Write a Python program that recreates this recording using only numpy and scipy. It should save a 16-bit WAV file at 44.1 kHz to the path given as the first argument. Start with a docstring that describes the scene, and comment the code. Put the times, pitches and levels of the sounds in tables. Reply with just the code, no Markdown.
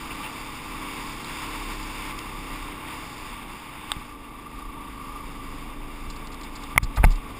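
"""A single-cylinder dirt bike on a gravel road, heard by a cased camera fixed to the rider.
From the start the exhaust throbs, wind and gravel roar in the plastic case, and the mount sways on its low spring;
grit soon ticks on the case. At 2.1 s the loose gravel ends and the roar drops, then the bike slows and the pitch sinks.
From 6.1 s twigs brush by, and from 6.8 s a flurry of blows strikes the case and sets the mount swinging.
All is held at 12000 readings a second, in stairs that mirror the sound in the treble."""
import sys
import numpy as np
from scipy import signal
from scipy.fft import rfft, irfft, next_fast_len
from scipy.io import wavfile
from scipy.ndimage import map_coordinates

SR = 44100
rng = np.random.default_rng(int(sys.argv[2]) if len(sys.argv) > 2 else 0)


def amplitude_ratio(level_db):
    """Convert a level in decibels to the matching linear amplitude (field) ratio."""
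    exponent = np.asarray(level_db, float) / 20
    return 10 ** exponent


def store_pcm(level_fs):
    """Save levels as 16-bit WAV."""
    pcm = np.round(np.clip(level_fs, -1, 1) * 32767).astype(np.int16)
    wavfile.write(sys.argv[1], SR, np.atleast_2d(pcm).T)


N = 325899


def unit(x):
    """Scaled to rms 1."""
    return x / np.sqrt(np.mean(x ** 2) + 1e-20)


def along(points, hz):
    """Reads a (frequency [Hz], level [dB]) curve on a log axis; nearly silent outside it."""
    f, v = np.transpose(points)
    return np.interp(np.log(hz + 1), np.log(f + 1), v, left=-120, right=-120)


def curves(rows):
    """One value per sample for each column after the time."""
    s, *cols = np.vstack(rows).T
    return [np.interp(np.arange(N) / SR, s, c) for c in cols]


def wobble(rate):
    """A smooth random curve, rate knots a second."""
    return map_coordinates(rng.standard_normal(N // 100), [np.arange(N) * rate / SR])


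def filtered(x, response):
    """x times a complex response of frequency."""
    m = next_fast_len(len(x) + SR // 2)
    return irfft(rfft(x, m) * response(np.fft.rfftfreq(m, 1 / SR)), m)[:len(x)]


def modes(table, turn=-1):
    """The causal response of a set of resonances, each multiplied by one more factor of turn."""
    def response(f):
        total = 0
        for k, (centre, width, db) in enumerate(table):
            peak = 1j * f * width / (centre * centre - f * f + 1j * f * width)
            total = total + turn ** k * amplitude_ratio(db) * peak
        return total
    return response


# The engine's run: (time [s], firing rate [1/s], exhaust level at the pipe's strongest tone [dB], firing hum [dB])
ENGINE_RUN = [(0, 35.3, -45, -47), (.5, 34.9, -45, -46), (1.07, 34, -44.5, -44), (1.48, 34.7, -44, -38),
              (1.87, 34.25, -44, -37), (2.14, 34.3, -44, -38), (2.55, 33.25, -45, -38),
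              (2.9, 31.5, -46.5, -46), (3.15, 31.3, -48, -47), (3.5, 30.3, -50.5, -50),
              (3.65, 28.7, -52, -51), (3.81, 27.8, -52, -51), (4.05, 27.05, -51.5, -51),
              (4.34, 26, -50.5, -50), (4.51, 26, -49, -48), (4.66, 26.45, -48, -46), (5, 25.55, -47.5, -42),
              (5.33, 25.95, -47, -39), (5.8, 26.5, -47, -37), (6.45, 26.6, -47, -36),
              (6.74, 26.1, -48, -40), (6.88, 25.3, -49, -42), (7.39, 25.4, -47, -44)]
# The ride; the roar drops where the loose gravel ends and as the bike slows:
# (time [s], wind roar level [dB], engine buzz level [dB])
RIDE_LEVELS = [(0, -39.5, -41), (.6, -38.5, -46.5), (1.1, -38, -49), (1.48, -35.5, -47.5), (1.8, -38, -52),
               (2.12, -35, -49), (2.13, -40.5, -45), (2.5, -38, -46.5), (2.9, -39.5, -46.5),
               (3.35, -41, -49.5), (3.9, -41.5, -48), (4.2, -48, -48), (4.5, -46.5, -45.5),
               (5.05, -45, -41.5), (5.4, -44.5, -44.5), (6, -45, -48.5), (6.55, -43.5, -47.5),
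               (6.75, -45, -45), (7.39, -45.5, -50.5)]
# Tones of the exhaust pipe at PIPE_RATE: (frequency [Hz], level [dB])
PIPE_TONES = [(75, -17), (105, -8), (135, -7), (170, -11), (200, -10), (225, -11), (250, -4), (280, -2),
              (312, 0), (345, -10), (380, -9), (412, -19), (450, -10), (485, -11), (530, -18), (600, -19),
              (700, -24)]
PIPE_RATE, PIPE_SLIDES = 34.5, .25  # firings per s; cooler gas at lower speed lowers the tones by this power
# Crank hum over the exhaust [dB] at this pitch [Hz]; loss [dB per Hz] as it climbs away from the mount's sway
CRANK_DB, CRANK_HZ, CRANK_DB_PER_HZ = 2.5, 52, .6


def engine():
    """Overtones of the firing rate leave the pipe and waver; two shaft hums; the case buzzes with each firing."""
    rate, exhaust_db, firing_db = curves(ENGINE_RUN)
    crank_db = exhaust_db + CRANK_DB - CRANK_DB_PER_HZ * (2 * rate - CRANK_HZ)
    turns = np.cumsum(rate) / SR  # firing cycles so far
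    pipe_scale = (PIPE_RATE / rate) ** PIPE_SLIDES
    exhaust = 0
    for order in range(3, 27):
        # echoes in the pipe smear the puff over the whole cycle
        lag = order ** 2 + .022 * order * wobble(7)
        level_db = exhaust_db + along(PIPE_TONES, order * rate * pipe_scale) + 1.7 * wobble(4)
        exhaust += amplitude_ratio(level_db) * np.sin(2 * np.pi * order * turns - lag)
    firing_hum = amplitude_ratio(firing_db + 1.6 * wobble(5)) * np.sin(2 * np.pi * turns)
    crank_hum = amplitude_ratio(crank_db) * np.sin(4 * np.pi * turns + 0.91)

    gate = 1 + .45 * np.cos(2 * np.pi * turns - 1.5)
    plastic = modes([(1170, 90, 0), (900, 90, -6)])
    buzz = unit(filtered(gate * rng.standard_normal(N), lambda hz: plastic(hz) ** 2))
    buzz_db = curves(RIDE_LEVELS)[1] + 1.17 * wobble(6)
    return exhaust + firing_hum + crank_hum + amplitude_ratio(buzz_db) * buzz


# Resonances of the camera case: (centre [Hz], width [Hz], level [dB])
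CASE_MODES = [(859, 81, -4), (1067, 142, 1), (1182, 168, -1), (1340, 196, -5), (2024, 820, -7),
              (2277, 350, -2), (2724, 200, -7.5), (3522, 520, -8), (3600, 125, -1.5), (3658, 140, -12),
              (4760, 224, -12.5), (5220, 1480, -20)]
# Tone of the wind on the port: (frequency [Hz], level [dB])
BUFFET_TONE = [(20, 6), (50, -2), (90, -2), (200, -1), (280, -0.5), (400, -7), (600, -11), (900, -5.5)]
# Buffeting, calmer in the lee of the hedge: (time [s], level [dB])
BUFFET_LEVELS = [(0, -45), (3, -44), (4.3, -48), (4.9, -48.5), (5.7, -45), (6.1, -46.5), (7.39, -45.5)]
CRUISE_DB, HISS_DB = -42, -52  # a roar at the first level comes with a gravel hiss at the second
HISS_GROWS, HISS_WAVER_DB = 1.21, 1.5  # the hiss swings wider than the roar [dB per dB], and wavers


def wind():
    """Air roars in the case's lower resonances, gravel hisses in its highest; the port is buffeted by the air."""
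    roar_db = curves(RIDE_LEVELS)[0]
    hiss_db = HISS_DB + HISS_GROWS * (roar_db - CRUISE_DB) + HISS_WAVER_DB * wobble(5)
    buffet_db = curves(BUFFET_LEVELS)[0]
    gusts = amplitude_ratio(.8 * wobble(7) + .8 * wobble(30))
    case = modes(CASE_MODES)

    def high(hz):
        """The share of the hiss: a steep split at 4100 Hz."""
        return 1 / (1 + (4100 / (hz + 1)) ** 12)

    roar = unit(filtered(gusts * rng.standard_normal(N), lambda hz: case(hz) * (1 - high(hz))))
    hiss = unit(filtered(gusts * rng.standard_normal(N), lambda hz: case(hz) * high(hz)))
    puffs = amplitude_ratio(0.88 * wobble(13)) * rng.standard_normal(N)
    buffet = unit(filtered(puffs, lambda hz: amplitude_ratio(along(BUFFET_TONE, hz))))
    return amplitude_ratio(roar_db) * roar + amplitude_ratio(hiss_db) * hiss + amplitude_ratio(buffet_db) * buffet


# Sway modes of the mount: (centre [Hz], width [Hz], level [dB])
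SWAY_MODES = [(11.3, 6.5, -8), (34.6, 6.9, -2), (48.2, 14, -11.5), (100, 22, -14.5), (151, 10.6, -17)]
# Pushes on the mount: (time [s], signed first swing if the push were very short [full scale], length [s])
MOUNT_JOLTS = [(3.966, -.065, 0.0028), (6.071, 0.13, 0.014), (6.759, 0.13, .005), (6.761, -0.18, 0.0065),
               (6.776, 0.29, 0.0034), (6.779, -.5, 0.0049), (6.823, 0.012, .01), (6.828, -0.51, 0.0068),
               (6.973, 0.37, 0.011), (6.981, -.25, 0.0076), (6.994, 0.41, 0.0089), (7.002, -0.43, 0.0089),
               (7.04, 0.52, 0.0021), (7.041, -1.76, 0.0128), (7.063, 0.82, 0.0064)]
SHAKE_DB, SHAKE_WAVER_DB = -47.5, 4.5  # road shake comes in random lumps


def mount():
    """The road shakes the mount all the time; each jolt sets its sway modes ringing."""
    shake = unit(filtered(rng.standard_normal(N), modes(SWAY_MODES[:3])))
    shake_db = SHAKE_DB + SHAKE_WAVER_DB * wobble(5)
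    pushes, t = np.zeros(N), np.arange(N) / SR
    for s, swing, length in MOUNT_JOLTS:
        progress = np.clip((t - s) / length, 0, 1)
        pushes += 2 * swing / length * np.sin(np.pi * progress) ** 2
    # the modes' summed first response, so that swings come out at their listed size
    stiffness = 2 * np.pi * sum(width * amplitude_ratio(db) for _, width, db in SWAY_MODES)
    sway = filtered(pushes, modes(SWAY_MODES, turn=0.99)) / stiffness
    return amplitude_ratio(shake_db) * shake + sway


# Grit on the case: (time [s], peak level [dB], length [s], centre [Hz], spread [octaves])
GRIT = [(.103, -27, .025, 2540, .3), (.231, -27, .043, 2550, .5), (1.244, -28, .0035, 3800, .4),
        (2.189, -21, .003, 4200, 1.2), (3.9174, -8, .001, 3560, .3)]
GRIT_BODY_DB = -11
# Light brushes of twigs: (time [s], peak level [dB], length [s])
TWIG_BRUSHES = [(6.099, -30, 0.014), (6.158, -37, .011), (6.271, -32, 0.0048), (6.316, -36, .023),
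                (6.344, -34, 0.0035), (6.411, -31, 0.0065), (6.431, -34, 0.016), (6.553, -30.5, 0.017),
                (6.636, -28, 0.0044), (6.829, -22.5, 0.017), (6.959, -28, 0.021), (7.047, -21.5, 0.0063),
                (7.105, -31, 0.0053), (7.113, -32, 0.022), (7.155, -36, .01)]
TWIG_HZ, TWIG_OCTAVES, TWIG_BODY_DB = 4860, 1, -7
# Heavier blows: (time [s], peak level [dB], length [s], dull body level [dB])
CASE_BLOWS = [(6.759, -23, .004, 4), (6.826, -31, .008, -3), (6.968, -22, .02, 9), (7.032, -20, .008, 8),
              (7.0445, -9, .0045, 2), (6.7774, 11, .0026, -12), (7.0398, -5, .002, -3)]
BLOW_HZ, BLOW_OCTAVES = 2200, .28


def ticks():
    """Each contact is a burst of rubbing that rings the case: a bright part and a dull body."""
    out, t = np.zeros(N + SR), np.arange(SR // 10) / SR
    body, case = modes([(973, 1270, 0)]), modes(CASE_MODES)
    contacts = [(*row, GRIT_BODY_DB) for row in GRIT]
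    contacts += [(*row, TWIG_HZ, TWIG_OCTAVES, TWIG_BODY_DB) for row in TWIG_BRUSHES]
    contacts += [(s, db, length, BLOW_HZ, BLOW_OCTAVES, body_db) for s, db, length, body_db in CASE_BLOWS]
    for s, db, length, hz, octaves, body_db in contacts:
        swell = 1 - np.exp(-t / (.06 * length))
        burst = rng.standard_normal(len(t)) * np.exp(-(t / length) ** 3) * swell
        bright = modes([(hz, hz * octaves, 0)])
        ring = filtered(burst, lambda f: (bright(f) ** 3 + amplitude_ratio(body_db) * body(f) ** 3) * (1.2 + case(f)))
        out[round(s * SR):][:len(t)] += amplitude_ratio(db) * ring / abs(ring).max()
    return out[:N]


def scene():
    """Everything reaches one microphone."""
    return (engine() + wind() + mount() + ticks())[None]


def low_pass(x):
    """Removes everything above the highest recorded frequency."""
    return signal.sosfilt(signal.butter(12, 16490, fs=SR, output="sos"), x)


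READINGS = 12000  # per second
DUCK_ABOVE, DUCK_DEPTH, DUCK_S = .7, 50, .025  # gain control: threshold [full scale], strength, recovery [s]


def record(dry):
    """Slow readings duck after loud peaks, clip softly and are held: stairs mirror sound around 6 and 12 kHz."""
    # the input filter closes just below half the reading rate
    guarded = filtered(dry[0], lambda hz: 1 / (1 + (hz / 5600) ** 24))
    readings = signal.resample_poly(guarded, 40, 40 * SR // READINGS)
    fade = np.exp(-1 / (DUCK_S * READINGS))
    excess = np.maximum(abs(readings) - DUCK_ABOVE, 0)
    readings = readings / (1 + DUCK_DEPTH * signal.lfilter([1 - fade], [1, -fade], excess))
    readings = readings / (1 + abs(readings / .9) ** 6) ** (1 / 6)  # soft clip
    # each reading is held for four steps at 48 kHz, then brought to SR
    stairs = signal.resample_poly(np.repeat(readings, 4), 147, 160)[:N]
    stairs = np.pad(stairs, (0, N - len(stairs)))
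    stairs = filtered(stairs, lambda hz: np.where(hz < 15350, 1, .03))  # little is kept at the very top
    return low_pass(stairs[None])


dry = scene()
out = record(dry)
store_pcm(out)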